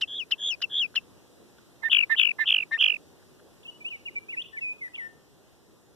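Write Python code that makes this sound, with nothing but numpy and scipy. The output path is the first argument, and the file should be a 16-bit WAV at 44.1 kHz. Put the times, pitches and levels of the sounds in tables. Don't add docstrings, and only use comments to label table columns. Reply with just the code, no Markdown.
import sys
import numpy as np
from scipy import signal
from scipy.fft import rfft, irfft, next_fast_len
from scipy.io import wavfile
from scipy.ndimage import uniform_filter1d, map_coordinates

SR = 44100
rng = np.random.default_rng(int(sys.argv[2]) if len(sys.argv) > 2 else 0)


def gain_from_db(level_db):
    decades = np.asarray(level_db, float) / 20
    return 10 ** decades


def log_audio(samples):
    frames = np.atleast_2d(samples).T
    limited = np.clip(frames, -1, 1)
    pcm = np.round(limited * 32767).astype(np.int16)
    wavfile.write(sys.argv[1], SR, pcm)


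N = 262395

# (frequency [Hz], density [dB per Hz])
HUSH_COLOUR = [(25, -34.5), (55, -8), (90, 6.5), (150, 1.5), (400, -0.5), (700, -12.5), (1500, -19.5),
               (3000, -20.5), (6000, -21), (12000, -26), (14100, -28), (15000, -31.5)]
# (time [s], level [dB])
HUSH_LEVEL = [(0, -55), (2, -55), (3.5, -55), (4.5, -56.5), (6, -58)]
# (frequency [Hz], likeness [0-1])
HUSH_SHARED = [(30, .9), (125, .8), (250, .8), (500, .57), (1200, .25), (2500, 0)]

NEAR_TONES = [-22.5, -36, -51, -40, -49.5]
FAR_TONES = [-41, -36.5, -45.5, -35.5, -60]
LOW_TONES = [-44, -40]
# (frequency [Hz], gain [dB])
OPEN_THROAT = [(1000, 0), (9000, 0)]
# (frequency [Hz], gain [dB])
WARBLE_THROAT = [(4000, 0), (6000, 6), (6900, -1)]
# (frequency [Hz], gain [dB])
TRILL_THROAT = [(2300, 11.5), (2900, 4.5), (3500, -5), (4800, 4.5), (5500, -8.5)]
# (frequency [Hz], gain [dB])
FAR_THROAT = [(4000, 0), (6000, 2), (7500, 3), (10000, 3.5), (12500, -21)]
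# (frequency [Hz], level [dB])
RASP_COLOUR = [(500, -20), (900, -11.5), (1500, 0), (2500, 9.5), (4000, -12.5), (8000, -16.5),
               (12600, -23.5), (13900, -5.5)]
# (frequency [Hz], level [dB])
SNAP_COLOUR = [(700, -23.5), (1500, -2), (3000, 10), (5500, -1), (7000, -11.5), (11000, -20.5)]
# (frequency [Hz], level [dB])
PUFF_COLOUR = [(500, -15), (900, -2.5), (1500, -5), (2600, -12), (3500, -31)]

# (crest time [s], level [dB], flick level [dB], tail gain [dB])
CHIPS = [
    (.025, -27.5, -28, 1.5),
    (0.323, -21, -29.5, -6.5),
    (0.631, -33.5, -27.5, 8.5),
    (0.9675, -24.5, -28, 0),
]
# (time from chip start [s], pitch [Hz], level below the start [dB])
CHIP_FLICK = [(-.012, 1104, -47.5), (-.006, 1910, -8.5), (-.003, 2390, -9.5)]
# (time after crest [s], pitch [Hz], level [dB])
CHIP_DROP = [(0, 3140, 4), (.004, 2820, -2.5), (0.011, 2720, 3.5), (0.018, 2630, -7), (0.024, 2600, -20),
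             (0.027, 2360, -26)]
# (first crest [s], glide start [s], end [s], first beat [ms], growth of each beat [ratio])
WARBLES = [(.0785, .188, .240, 7., 1.08), (.3835, .494, .552, 7.3, 1.07), (.699, .803, .866, 6.5, 1.12)]
# (loudest beat [dB], glide [dB], break between beats [dB], overtone gain [dB], start swell [dB])
WARBLE_VOICES = [(-36, -32.5, 6.5, -6.5, -10.5), (-28.5, -29.5, 10, 4, -23.5), (-26, -26, 10, -9.5, -25.5)]
# (share of its length [0-1], pitch [Hz], level [dB])
WARBLE_GLIDE = [(0, 3287, -1.5), (.11, 3306, -1.5), (0.269, 2988, -0.2), (.55, 2677, -0.8),
                (0.798, 2470, -3), (.95, 2515, -10), (1, 2267, -17.5)]
# (time [s], level [dB])
HOPS = [(0.606, -66), (0.944, -61), (1.585, -66), (3.225, -71), (3.399, -68.5)]
# (frequency [Hz], width [Hz], level [dB])
CAGE_RINGS = [(1610, 270, 11), (3180, 730, 9.5), (5250, 1400, 3)]
# (start [s], end [s], pitch [Hz], level [dB])
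LOW_NOTES = [(1.831, 1.891, 1793, -22.5), (2.097, 2.155, 1780, -19), (2.387, 2.447, 1763, -22.5),
             (2.712, 2.775, 1800, -22.5)]
# (start [s], end [s], pitch [Hz], level [dB])
HIGH_NOTES = [(1.822, 1.86, 2080, -34.5), (2.096, 2.141, 2060, -24), (2.385, 2.443, 2065, -24),
              (2.716, 2.747, 2073, -23.5)]
# (time [s], level [dB])
CLIMBS = [(2.146, -42), (2.442, -41), (2.772, -35)]
# (time from its start [s], pitch [Hz], level [dB])
CLIMB_SHAPE = [(0, 2158, -7.5), (.009, 2653, -5.5), (0.018, 2880, -4.2)]
# (first crest [s], end [s], first beat [ms], growth of each beat [ratio], held beat [ms])
TRILLS = [(1.9015, 2.048, 5.4, 1.48, 20.9), (2.168, 2.320, 5.5, 1.45, 20.),
          (2.4607, 2.643, 6.5, 1.32, 20.6), (2.7927, 2.971, 6.7, 1.38, 20.3)]
# (top pitch [Hz], loudest beat [dB], overtone gain [dB], tiring [dB])
TRILL_VOICES = [(3590, -17.5, -4.5, -1), (3620, -18, -3, -2), (3550, -21.5, -14, 1),
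                (3380, -18.5, -4, -5.5)]
# (time [s], lag of the right port [ms])
NEAR_LAG = [(0, 0.0088), (.1, 0.059), (.7, 0.059), (2.1, .08), (2.4, 0.073), (2.55, -0.029), (2.9, -0.051)]

# (crest time [s], foot pitch [Hz], top pitch [Hz], level [dB])
FAR_FLIPS = [(3.639, 2735, 3620, -54.5), (3.673, 2870, 3250, -50), (4.423, 3070, 3560, -34),
             (4.9573, 2800, 3500, -42.5), (4.968, 2730, 3070, -46)]
# (start [s], end [s], from pitch [Hz], to pitch [Hz], level [dB])
FAR_RISES = [(3.677, 3.708, 2880, 2980, -37), (3.803, 3.837, 2390, 2350, -47.5),
             (3.845, 3.897, 2450, 3100, -33.5), (4.055, 4.077, 2750, 2910, -34),
             (4.285, 4.326, 2400, 2943, -37.5), (4.368, 4.417, 2380, 3100, -31.5),
             (4.452, 4.472, 2800, 3050, -47), (4.938, 4.966, 2650, 2860, -37.5)]
# (start [s], end [s], from pitch [Hz], to pitch [Hz], level [dB])
FAR_FALLS = [(3.648, 3.675, 2740, 2595, -44), (3.899, 3.966, 3000, 2220, -39.5),
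             (4.069, 4.099, 2720, 1990, -37), (4.155, 4.193, 2360, 2290, -32),
             (4.321, 4.357, 2450, 1760, -36.5), (4.528, 4.576, 1817, 1730, -43),
             (4.567, 4.600, 2400, 1910, -35), (4.610, 4.735, 2680, 2480, -34),
             (4.765, 4.785, 2500, 2490, -58), (4.810, 4.878, 2210, 1940, -37),
             (4.877, 4.885, 1930, 1690, -44), (4.960, 4.964, 2600, 2440, -37),
             (4.975, 5.084, 2350, 1802, -38)]


def evened(x):
    return x / np.sqrt(np.mean(x ** 2) + 1e-20)


def read(points, hz):
    f, value = np.transpose(points)
    return np.interp(np.log(hz + 1), np.log(f + 1), value)


def along(points):
    return np.interp(np.arange(N) / SR, *np.transpose(points))


def coloured(x, points):
    gain = gain_from_db(read(points, np.fft.rfftfreq(x.shape[-1], 1 / SR)))
    return irfft(rfft(x) * gain, x.shape[-1])


def air(colour):
    return evened(coloured(rng.standard_normal(N), colour))


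def add(mix, s, sound):
    part = mix[max(round(s * SR), 0):][:len(sound)]
    part += sound[:len(part)]


def hush():
    frames, hz = N // 256 + 5, np.fft.rfftfreq(1024, 1 / SR)
    a, b, c, d, patches = rng.standard_normal((frames, 513, 5)).T
    patches = uniform_filter1d(patches, size=10, axis=0)
    patches = evened(uniform_filter1d(patches, size=16, axis=1))
    same = read(HUSH_SHARED, hz)[:, None]
    left = a + 1j * b
    right = same * left + np.sqrt(1 - same ** 2) * (c + 1j * d)
    z = np.array([left, right]) * gain_from_db(read(HUSH_COLOUR, hz)[:, None] + 1.2 * patches)
    noise = signal.istft(z, nperseg=1024, noverlap=768)[1][:, :N]
    return gain_from_db(along(HUSH_LEVEL)) * evened(noise)


def whistle(rows, tones_db, extra_db=0., dips=(), throat=OPEN_THROAT):
    s, hz, db = np.transpose(rows)
    t = np.arange(s[0] - .003, s[-1] + .003, 1 / SR)
    step = np.interp(t, s, np.arange(len(s)))
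    row = np.minimum(step.astype(int), len(s) - 2)
    part, slope = step - row, np.diff(hz)

    turning = np.r_[False, slope[1:] * slope[:-1] < 0, False]
    eased = np.where(turning[row] & turning[row + 1], .5 - .5 * np.cos(np.pi * part), part)
    pitch = uniform_filter1d(hz[row] + slope[row] * eased, size=40)
    pitch = pitch * (1 + .025 * uniform_filter1d(rng.standard_normal(len(t)), size=60))

    level_db = uniform_filter1d(np.interp(t, s, db), size=50)
    for at, width, dip_db, order in dips:
        level_db = level_db - dip_db * np.exp(-abs((t - at) / width) ** order)

    turns = 2 * np.pi * np.cumsum(pitch) / SR
    tones = np.zeros(len(t))
    for k, tone_db in enumerate(tones_db, start=2):
        gain = gain_from_db(tone_db + extra_db + read(throat, k * pitch))
        tones += gain * np.sin(k * turns) * (k * pitch < 16000)
    grain = 1 + .4 * evened(uniform_filter1d(rng.standard_normal(len(t)), size=80))
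    edges = signal.windows.tukey(len(t), .008 / (t[-1] - t[0]))
    voice = gain_from_db(read(throat, pitch)) * np.sin(turns) + grain * tones
    return t[0], np.sqrt(2) * gain_from_db(level_db) * edges * voice


def chips():
    song, snaps = np.zeros((2, N))
    for crest_s, top_db, flick_db, tail_db in CHIPS:
        start_s = crest_s - .004
        flick = [(start_s + s, hz, flick_db + db) for s, hz, db in CHIP_FLICK]
        drop = [(crest_s + s, hz, top_db + db + tail_db * min(s / .01, 1)) for s, hz, db in CHIP_DROP]
        add(song, *whistle(flick + [(start_s, 2900, flick_db)] + drop, NEAR_TONES, extra_db=-7.))
        pressed = flick + [(start_s + .002, 2850, flick_db - 14)]
        add(song, *whistle([(s, 2 * hz, db - 1) for s, hz, db in pressed], []))
        add(snaps, flick[0][0], gain_from_db(flick_db - 6.5) * np.hanning(620) ** 0.5)
    return song, snaps * air(SNAP_COLOUR)


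def beats(start, end, first_ms, growth, held_ms):
    length = np.minimum(first_ms * growth ** np.arange(16), held_ms) / 1000
    crest = start + np.cumsum(length) - length
    keep = crest + length / 2 < end
    return crest[keep], length[keep]


def pulsing(crest, trough, crest_hz, trough_hz, db, break_db, place, width, order):
    before = np.r_[crest[0] - .002, trough[:-1]]
    rows = [(before[0], trough_hz[0], db[0])]
    rows += list(zip(crest, crest_hz, db)) + list(zip(trough, trough_hz, db))
    rise = crest - before
    dips = list(zip(before + place * rise, width * rise, break_db, order + 0 * crest))
    return sorted(rows), dips


def warble(start, glide_s, end, first_ms, growth, top_db, glide_db, break_db, bright_db, swell_db):
    crest, length = beats(start, glide_s, first_ms, growth, held_ms=13.)
    done = (crest - start) / (glide_s - start)
    trough = np.minimum(crest + .7 * length, glide_s - .002)
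    crest_hz = np.interp(done, (0, .3, 1), (3560, 3410, 3770))
    trough_hz = np.interp(done, (0, 1), (3120, 3294))
    db = top_db + swell_db * (1 - done) ** 3.57
    breaks = break_db * rng.uniform(.6, 1.7, size=16)[:len(done)]
    rows, dips = pulsing(crest, trough, crest_hz, trough_hz, db, breaks, place=.45, width=0.54, order=2)
    rows += [(glide_s + part * (end - glide_s), hz, glide_db + db) for part, hz, db in WARBLE_GLIDE]

    fits = -70 + 10 * rng.standard_normal(48)
    half = [(s, hz / 2, db - 40 * (s > glide_s - .03)) for (s, hz, _), db in zip(rows, fits)]
    under = whistle(half, [], 0., dips)[1]
    s, sound = whistle(rows, NEAR_TONES, bright_db, dips, WARBLE_THROAT)
    return s, sound + under


def hops():
    out, t = np.zeros(N), np.arange(900) / SR
    ring = sum(gain_from_db(db) * np.exp(-np.pi * width * t) * np.sin(2 * np.pi * hz * t)
               for hz, width, db in CAGE_RINGS)
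    for s, db in HOPS:
        scratch = rng.standard_normal(500) * (rng.random(500) < .05) * np.hanning(500)
        add(out, s - .005, gain_from_db(db) * evened(np.convolve(scratch, ring)))
    return out


def note(start, end, hz, db):
    s = (start, start + 0.0054, (start + end) / 2, end - 0.0088, end)
    pitch = hz * np.array([1.02, .985, 1.021, .99, 1.3])
    return list(zip(s, pitch, db + np.array([-20.5, -10, 0, -10, -20.5])))


def two_voices():
    duet, puffs = np.zeros((2, N))
    calls = [note(*row) for row in LOW_NOTES + HIGH_NOTES]
    calls += [[(at + s, hz, top_db + db) for s, hz, db in CLIMB_SHAPE] for at, top_db in CLIMBS]
    for rows in calls:
        add(duet, *whistle(rows, LOW_TONES))
    swell = np.sqrt(abs(uniform_filter1d(duet ** 2, size=400)) + 1e-9)
    sum_tones = coloured(duet ** 2 / swell, [(2600, -59), (3300, -1.5)])
    for start, end, _, _ in LOW_NOTES:
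        add(puffs, start - .004, gain_from_db(-47.5) * np.hanning(800))
        add(puffs, end - .006, gain_from_db(-52) * np.hanning(700))
    return duet + gain_from_db(-23) * sum_tones, puffs * air(PUFF_COLOUR)


def trill(start, end, first_ms, growth, held_ms, top_hz, top_db, bright_db, tire_db):
    crest, length = beats(start, end, first_ms, growth, held_ms)
    t, span = crest - start, end - start
    trough = np.minimum(crest + .47 * length, end - .003)
    crest_hz = np.interp(t, (0, .015, 0.4 * span, .57 * span, span), (3250, top_hz, 3310, 2980, 2592))
    lowest_hz, sag_hz_per_s = 2290, 17000
    trough_hz = np.maximum(3050 - sag_hz_per_s * (trough - start), lowest_hz)
    db = top_db - 16.5 * np.maximum(1 - t / 0.017, 0)
    db = db - 19 * (t / span) ** 2.5 + tire_db * t / span
    db = db + 1.2 * rng.standard_normal(16)[:len(t)]
    breaks = np.interp(t, (0, 0.078), (0.5, 18.5))
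    rows, dips = pulsing(crest, trough, crest_hz, trough_hz, db, breaks, place=.27, width=.52, order=4)
    return whistle(rows + [(end, lowest_hz, db[-1] - 21.5)], NEAR_TONES, bright_db, dips, TRILL_THROAT)


def near_bird():
    song, snaps = chips()
    for row, voice in zip(WARBLES, WARBLE_VOICES):
        add(song, *warble(*row, *voice))
    for row, voice in zip(TRILLS, TRILL_VOICES):
        add(song, *trill(*row, *voice))
    duet, puffs = two_voices()
    song = song + duet
    effort = abs(uniform_filter1d(song ** 2, size=160)) ** 0.81
    return song + gain_from_db(-10.5) * effort * air(RASP_COLOUR) + snaps + puffs


def flip(crest_s, foot_hz, top_hz, db):
    return [(crest_s - 0.0067, foot_hz, db), (crest_s, top_hz, db), (crest_s + 0.0075, foot_hz, db - 13)]


def stroke(start, end, from_hz, to_hz, db, settle_s):
    span = end - start
    t = np.linspace(0, span, num=12)
    bend = 1.4 if settle_s < span else 1
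    hz = to_hz + (from_hz - to_hz) * np.maximum(1 - t / min(settle_s, span), 0) ** bend
    rise = np.maximum(1 - t / min(0.0092, span / 3), 0)
    fall = np.maximum(1 - (span - t) / min(0.0093, span / 3), 0)
    return list(zip(start + t, hz, db - 15 * (rise + fall) - 3.5 * t / span))


def far_bird():
    song = np.zeros(N)
    calls = [stroke(*row, settle_s=1) for row in FAR_RISES]
    calls += [stroke(*row, settle_s=0.052) for row in FAR_FALLS]
    calls += [flip(*row) for row in FAR_FLIPS]
    for rows in calls:
        add(song, *whistle(rows, FAR_TONES, throat=FAR_THROAT))
    return song


def ports(x, lag_ms):
    return np.array([x, map_coordinates(x, [np.arange(N) - lag_ms * SR / 1000], order=3)])


def scrub(x, start_s, t60, slap_s, slap_db):
    t = np.arange(SR // 2) / SR
    taps = rng.standard_normal((2, len(t))) * (rng.random((2, len(t))) < .05)
    bushes = gain_from_db(-60 * t / t60) * np.clip(t / start_s, 0, 1) ** 2
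    bank = gain_from_db(slap_db) * np.exp(-((t - slap_s) / 0.005) ** 2)
    tail = (taps + 0.27 * taps[::-1]) * (bushes + bank)
    return signal.fftconvolve(x[None], tail / np.linalg.norm(tail[0]), axes=1)[:, :N]


def scene():
    near, far = near_bird(), far_bird()
    near_returns = scrub(coloured(near, [(1800, -10), (2500, 0)]), .008, .22, .02, slap_db=0.)
    close = ports(near + hops(), along(NEAR_LAG)) + gain_from_db(-33) * near_returns
    far_returns = scrub(far, 0.022, 0.48, 0.062, slap_db=-5.0)
    distant = ports(far, lag_ms=-0.195) * gain_from_db([[-2.5], [.4]]) + gain_from_db(-17.5) * far_returns
    return close + distant + hush()


def low_pass(x):
    return signal.sosfilt(signal.butter(12, 14980, fs=SR, output="sos"), x)


def record(dry):
    delay_ms, feed_top_hz, edge_hz = .442, 5100, 14330
    size = next_fast_len(N + 4096)
    hz, z = np.fft.rfftfreq(size, 1 / SR), rfft(dry, size)
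    feed = .86 * np.exp(-2j * np.pi * hz * delay_ms / 1000) / (1 + (hz / feed_top_hz) ** 4.8)
    band = 1 / (1 + (hz / edge_hz) ** 160)
    wide = irfft((z - feed * z[::-1]) * band, size)[:, :N]
    return low_pass(wide)


dry = scene()
out = record(dry)
log_audio(out)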